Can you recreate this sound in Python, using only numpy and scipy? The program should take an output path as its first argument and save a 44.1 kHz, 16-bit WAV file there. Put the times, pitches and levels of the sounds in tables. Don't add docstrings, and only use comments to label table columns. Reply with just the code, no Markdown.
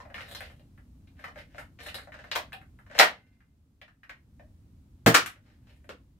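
import sys
import numpy as np
from scipy import signal
from scipy.fft import rfft, irfft
from scipy.io import wavfile
from scipy.ndimage import uniform_filter1d

SR = 44100
rng = np.random.default_rng(int(sys.argv[2]) if len(sys.argv) > 2 else 0)


def generate_wav(sig):
    pcm = np.round(np.clip(np.atleast_2d(sig).T, -1, 1) * 32767).astype(np.int16)
    wavfile.write(sys.argv[1], SR, pcm)


def nominal_scale(level):
    x = np.asarray(level, float) / 20
    return 10 ** x


N = 272979


def evened(x):
    return x / np.sqrt(np.mean(x ** 2) + 1e-20)


def read(points, hz):
    f, value = np.transpose(points)
    return np.interp(np.log(hz + 1), np.log(f + 1), value)


def add(mix, start_s, sound):
    part = mix[round(start_s * SR):][:len(sound)]
    part += sound[:len(part)]


def band(x, lo_hz, hi_hz):
    return signal.sosfilt(signal.butter(2, [lo_hz, hi_hz], "bandpass", fs=SR, output="sos"), x)


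def ring(hz, level_db, t60_s, size=2500):
    t = np.arange(size) / SR
    return nominal_scale(level_db - 60 * t / t60_s) * np.sin(2 * np.pi * hz * t)


def partly_alike(left, other, likeness):
    return likeness * left + np.sqrt(1 - likeness ** 2) * other


# hz [Hz], level_db [dB]
FLOOR = [(24, -28), (70, -0.6), (160, -13.5), (270, -14), (400, -32), (650, -39), (1640, -49.5),
         (15500, -57.5)]
# hz [Hz], likeness [0-1]
FLOOR_LIKENESS = [(60, 1), (130, .93), (290, 1), (640, 0.2), (1400, .01), (15000, .01)]
# start_s [s], gain_db [dB]
SLOW_GAIN = [(0, 3), (2.949, 1.5), (3.1, -5.5), (4.05, -7), (4.4, 1.1), (5.05, .6), (5.2, -4), (5.7, .4),
             (6.19, -2.5)]


def background():
    size, hop = 2048, 512
    level_db, hiss_share, hiss_db = -56.5, .7, 5.5
    frames, hz = N // hop + 5, np.fft.rfftfreq(size, 1 / SR)
    a, b, c, d = rng.standard_normal((frames, len(hz), 4)).T
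    left = a + 1j * b
    likeness = np.clip(read(FLOOR_LIKENESS, hz), -1, 1)[:, None]
    noise = np.array([left, partly_alike(left, c + 1j * d, likeness)])
    noise *= nominal_scale(read(FLOOR, hz))[:, None]
    noise *= nominal_scale(level_db) / np.std(signal.istft(noise[0], nperseg=size, noverlap=size - hop)[1])
    start_s, gain_db = np.transpose(SLOW_GAIN)
    gain_db = np.interp(np.arange(frames) * hop / SR, start_s, gain_db)
    rumble = np.clip(np.log2(1200 / (hz + 1)) / 2, 0, 1)[:, None]
    noise *= nominal_scale((rumble + (1 - rumble) * hiss_share) * gain_db + (1 - rumble) * hiss_db)
    return signal.istft(noise, nperseg=size, noverlap=size - hop)[1][:, :N]


def chatter_of(contact_s, rise_s, size):
    t, contact_s = np.arange(size) / SR, np.clip(contact_s, 5e-4, .008)
    cluster = rng.standard_normal(size) * np.exp(-t / contact_s) * np.minimum(t / rise_s, 1)
    z = rfft(cluster)
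    power = abs(z) ** 2
    even = irfft(z / np.sqrt(power + 0.21 * np.mean(power)), size)
    return even * np.exp(-(t / (4 * contact_s)) ** 2)


# hz [Hz], level_db [dB], t60_s [s]
SHELL = [(618, -1.5, 0.025), (770, -15.5, 0.01), (1027, 0, 0.036), (1410, -2.5, .02), (1650, -5.5, .02),
         (1890, 16.5, .02), (2150, 16, .02), (2654, 9.5, .015), (3040, 10, 0.036), (3700, 8.5, 0.005),
         (4230, 3, 0.04), (5500, 7.5, 0.0078)]


def tick(treble_db, start_s, peak_db, pitch_hz, hollow_db):
    size = 3000
    contact_s = .0016 - .00005 * peak_db
    chatter = chatter_of(contact_s, 0.27 * contact_s + 1e-4, size)
    shift = rng.uniform(0.92, 1.02, len(SHELL))
    modes = [ring(hz * k, db - 9 * abs(np.log2(hz / pitch_hz)) / .7, t60_s)
             for k, (hz, db, t60_s) in zip(shift, SHELL)]
    body = signal.fftconvolve(chatter, sum(modes[2:]) + ring(pitch_hz, 9, 0.026))[:size]
    hollow = signal.fftconvolve(chatter, sum(ring(*mode) for mode in SHELL[:2]))[:size]
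    crack = band(chatter, pitch_hz / 1.45, pitch_hz * 1.35) + .22 * band(chatter, 800, 5200)
    parts = (band(body, 750, 6200), crack, band(chatter, 4500, 13000), band(hollow, 520, 850))
    body, crack, fizz, hollow = (part / abs(part).max() for part in parts)
    mix = nominal_scale(-2.5) * body + crack + nominal_scale(treble_db) * fizz + nominal_scale(hollow_db) * hollow
    return start_s, nominal_scale(peak_db - 0.5) * mix


def stroke(treble_db, top_s, level_db, rise_s, fall_s, pitch_hz):
    slips_per_s, spread_db, width_hz = 1200, 5, 700
    corners_s = [max(top_s - rise_s, 0), top_s, top_s + fall_s]
    t = np.arange(corners_s[0], corners_s[-1], 1 / SR)
    light_db, light_treble_db = level_db - 25, treble_db + 1.5
    swell = nominal_scale(np.interp(t, corners_s, [light_db, level_db, light_db]) - 5)
    treble = nominal_scale(np.interp(t, corners_s, [light_treble_db, treble_db, light_treble_db]))
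    slips = (rng.random(len(t)) < slips_per_s / SR) * rng.standard_normal(len(t))
    slips = slips * nominal_scale(spread_db * np.minimum(rng.exponential(1, len(t)), 4))
    body = signal.fftconvolve(slips, sum(ring(*mode) for mode in SHELL))[:len(t)]
    turn = np.exp(2j * np.pi * pitch_hz * np.arange(1, len(t) + 1) / SR)
    r = np.exp(-np.pi * width_hz / SR)
    part = (turn * signal.lfilter([1 - r], [1, -r], slips / turn)).real
    mix = 0.4 * evened(band(body, 500, 7000)) + 0.7 * evened(band(slips, 470, 4300))
    mix = mix + 0.7 * evened(band(part, 760, 5500))
    mix = mix + .45 * evened(band(slips, 480, 900))
    mix = evened(mix) + treble * evened(band(slips, 3200, 12000))
    return corners_s[0], swell * mix * signal.windows.tukey(len(t), .1)


# start_s [s], peak_db [dB], pitch_hz [Hz], hollow_db [dB]
SEATS = [(.0014, -36, 1050, -8), (.1801, -29.5, 1650, -25), (.2067, -28.5, 2300, -15.5),
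         (.4991, -45, 1800, -3.5), (1.1912, -45.5, 1830, -5), (1.3573, -41.5, 1630, 2.5),
         (1.3863, -39.5, 2130, -8.5), (1.5815, -29, 1500, -11), (1.7883, -39, 2300, -11),
         (1.8617, -33, 1880, -8), (1.8844, -27, 2730, -37), (1.9829, -35.5, 1680, -12),
         (2.0712, -46, 1480, 7), (2.141, -36, 1720, -10), (2.1896, -37.5, 1820, -7.5),
         (2.521, -35, 1720, -21), (2.8629, -51.5, 1500, -4.5), (2.9113, -41, 1700, -7.5),
         (2.8988, -42.5, 1950, -.6), (2.9509, -30, 1910, 1.1)]


def dart_seats():
    return [tick(-33, *row) for row in SEATS]


# top_s [s], level_db [dB], rise_s [s], fall_s [s], pitch_hz [Hz]
SQUEEZES = [(.003, -49, .003, .045, 1680), (1.556, -52, .09, .05, 1790), (1.8, -43, .02, .25, 2000),
            (2.125, -52, .012, .3, 1780), (2.27, -54, .2, .1, 1710), (2.978, -39, .1, .012, 2000),
            (5.45, -64, .04, .25, 700), (5.67, -64, .012, .12, 700)]


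def foam_squeezes():
    return [stroke(-30, *row) for row in SQUEEZES]


# start_s [s], peak_db [dB], pitch_hz [Hz],
# hollow_db [dB]
KNOCKS = [(.052, -46.5, 1620, 3), (.0997, -46.5, 1670, 4.5), (.1424, -27, 2300, -15),
          (1.072, -53, 2800, -15), (1.2411, -29, 1565, -15.5), (1.2798, -40.5, 1370, -1.5),
          (1.5452, -43, 1800, 3), (1.6093, -42, 1320, -11), (2.1204, -36, 1900, -21),
          (2.3141, -16, 2950, -21), (2.2408, -38, 1580, -4), (3.4033, -56.5, 1760, -21),
          (3.8142, -36.5, 2400, -12), (3.8786, -49, 1770, -15), (4.0322, -42, 1890, -23.5),
          (4.0938, -32.5, 1840, -17), (4.3952, -50, 1900, 6), (5.1464, -5, 1450, -22),
          (5.358, -52, 1900, -9)]


def loose_knocks():
    return [tick(-19.5, *row) for row in KNOCKS]


# top_s [s], level_db [dB],
# rise_s [s], fall_s [s], pitch_hz [Hz]
STROKES = [(.142, -44, .004, .3, 1300), (.206, -41, .07, .15, 1930), (.406, -41.5, .022, .135, 2200),
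           (1.24, -45, .09, .09, 1570), (1.39, -41, .05, .045, 1910), (3.16, -60, .012, .08, 2100),
           (3.27, -72, .1, .08, 1964), (3.33, -69, .03, .06, 2086), (5.47, -68, .04, .06, 1660),
           (5.502, -66, .022, .15, 1633), (5.7, -56, .08, .05, 2450)]


def rasping_strokes():
    return [stroke(-16, *row) for row in STROKES]


# top_s [s], level_db [dB], rise_s [s], fall_s [s], pitch_hz [Hz]
SCRAPES = [(.3, -38.5, .03, .13, 3700), (.385, -51, .07, .05, 3700), (.505, -57, .06, .1, 3000),
           (1.584, -44.5, .022, .075, 1800), (1.868, -36, .075, .05, 3800), (1.946, -37.5, .008, .11, 4200),
           (2.985, -26.5, .012, .003, 2030), (5.73, -67, .1, .25, 2200)]


def edge_scrapes():
    return [stroke(-6, *row) for row in SCRAPES]


# start_s [s], peak_db [dB], pitch_hz [Hz], hollow_db [dB]
LATCHES = [(.3483, -23.5, 4230, -23), (.3659, -31.5, 3600, -18), (.4042, -28, 2140, -11),
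           (.5944, -51, 3210, -4), (.776, -52, 1660, -9), (1.943, -22.5, 3900, -23.5),
           (2.5297, -27.5, 2600, -16), (2.613, -48.5, 1670, -11), (2.7879, -47.5, 1420, -12.5),
           (5.8426, -51, 1980, -2.1)]


def latch_ticks():
    return [tick(-9, *row) for row in LATCHES]


# start_s [s], peak_db [dB], contact_s [s]
BLOWS = [
    [(2.981, -21.5, 0.0054), (2.9968, -0.5, 0.0022), (3.001, -5.5, 0.0044), (3.0105, -10, 0.004),
     (3.0224, -11, 0.0059), (3.031, -14, 0.0068)],
    [(2.9889, -1.6, 0.0038)],
    [(5.0618, -4.5, 0.0056), (5.070, -9, 0.0069), (5.077, -13, 0.002), (5.085, -16.5, .004)],
    [(5.1428, -6, 0.0018), (5.1465, -3.5, 0.0013), (5.1495, -5.5, 0.003), (5.1605, -12, 0.0045)],
    [(5.8915, -29.5, 0.0021), (5.903, -41, 0.0028)],
    [(5.2600, -21.5, 0.0036), (5.275, -36.5, 0.003)],
    [(2.3530, -19, 0.0037), (2.358, -14, 0.0032)],
]
# hz [Hz], level_db [dB]
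PARTS = [
    [(88, -50.5), (201, -15), (300, -20), (631, -1.5), (1100, -3), (1910, -.6), (5760, -23), (15500, -29)],
    [(290, -38), (600, -3), (1120, -14), (3850, -5), (6000, -10), (6930, -20.5), (12700, -21), (15500, -29)],
    [(350, -32), (600, -4), (915, -8), (1250, -9), (1760, -6.5), (2310, -12.5), (9760, -26), (15500, -26)],
    [(150, -30), (300, -8), (800, -9), (1170, 1.5), (1960, -5.5), (4400, -8), (8150, -15), (15500, -22)],
    [(88, -54), (150, -13.5), (643, -3.5), (877, -13), (1290, -7), (2920, -15), (5230, -27), (15500, -41)],
    [(350, -42), (788, -5), (953, -12), (1270, 1.5), (2750, -3.5), (4750, -14.5), (12800, -13.5),
     (15500, -29)],
    [(180, -50), (300, -18.5), (641, -.6), (1280, -4.5), (2070, -5.5), (2930, -8), (9290, -24.5),
     (15500, -22)],
]


def blow(colour, peak_db, contact_s):
    size = 4096
    chatter = chatter_of(contact_s, 0.00062, size)
    log_gain = read(colour, abs(np.fft.fftfreq(size, 1 / SR))) * np.log(10) / 20
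    response = np.fft.ifft(np.exp(np.conj(signal.hilbert(log_gain)))).real
    sound = signal.fftconvolve(chatter, response[:2000])[:size]
    return nominal_scale(peak_db + 2) * sound / abs(sound).max()


def hard_blows():
    return [(start_s, blow(colour, *row)) for colour, rows in zip(PARTS, BLOWS) for start_s, *row in rows]


# hz [Hz], level_db [dB], t60_s [s]
DRUM = [(775, -47.5, .16), (742, -51, .2)]


def drum_hum():
    return [(2.535, ring(*mode, size=9000)) for mode in DRUM]


# hz [Hz], level_db [dB], t60_s [s]
SPRING = [(2060, -63, .9), (2085, -62, 1.1), (2131, -63, .9), (2690, -66, .8), (2755, -66, .8),
          (1500, -66, .8)]


def spring_song():
    return [(3.0, ring(*mode, size=24000)) for mode in SPRING]


# hz [Hz], level_db [dB], t60_s [s]
THUMP = [(120, -13, 0.1), (160, -10.5, .1), (205, -10.5, 0.14), (280, -11.5, 0.11), (328, -17, 0.2),
         (388, -19, 0.14), (457, -15, .14), (630, -11.5, 0.073), (661, -16, .14)]


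def air_boom():
    size, low = 16000, np.zeros(N)
    swell = np.minimum(np.arange(size) / 300, 1)
    add(low, 5.063, swell * sum(ring(*mode, size=size) for mode in THUMP))
    return low + .5 * np.roll(low, 750)


# hz [Hz], t60_s [s]
ROOM = [(100, .4), (300, 0.21), (1000, 0.2), (4000, 0.2), (12000, 0.15)]
# hz [Hz], likeness [0-1]
ECHO_LIKENESS = [(100, 0.71), (300, 1), (700, .5), (1400, .05), (8000, 0.086)]


def room(x):
    size, first, spacing = SR // 2, 130, 12
    taps = np.zeros((2, size))
    at = np.arange(first, size - spacing, spacing)
    at = at + rng.integers(0, spacing, (2, len(at)))
    np.put_along_axis(taps, at, rng.choice([-1., 1.], at.shape), 1)
    hz, t, z = signal.stft(taps, SR, nperseg=256)
    likeness = np.clip(read(ECHO_LIKENESS, hz), -1, 1)[:, None]
    z[1] = partly_alike(z[0], z[1], likeness)
    decay = nominal_scale(-60 * t / read(ROOM, hz)[:, None])
    tail = signal.istft(z * decay, SR, nperseg=256)[1]
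    return signal.fftconvolve(x[None], tail / np.linalg.norm(tail[0]), axes=1)[:, :N]


def scene():
    sounds = sorted(dart_seats() + loose_knocks() + latch_ticks(), key=lambda event: event[0])
    sounds += foam_squeezes() + rasping_strokes() + edge_scrapes()
    sounds += hard_blows() + drum_hum() + spring_song()
    paths = np.zeros((3, N))
    for k, (start_s, sound) in enumerate(sounds):
        add(paths[k % 3], start_s, sound)
    near = paths.sum(0)
    late = np.roll(near, 9)
    right = uniform_filter1d(near + late, 30) - late
    direct = np.array([near * nominal_scale(-2.2), right * nominal_scale(-5.6)])
    echoes = nominal_scale(-0.7) * sum(room(path) for path in paths)
    low = air_boom()
    boom = np.array([low * nominal_scale(1.2), np.roll(low, 8) * nominal_scale(2.0)])
    return direct + echoes + boom + nominal_scale(-13) * room(low) + background()


def roll_off(x):
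    return signal.sosfilt(signal.butter(12, 16670, fs=SR, output="sos"), x)


def record(dry):
    low_pass = signal.firwin(255, 15800, window=("kaiser", 7), fs=SR)
    limited = signal.oaconvolve(dry, low_pass[None], "same")
    return roll_off(np.clip(limited, -1, 1))


dry = scene()
out = record(dry)
generate_wav(out)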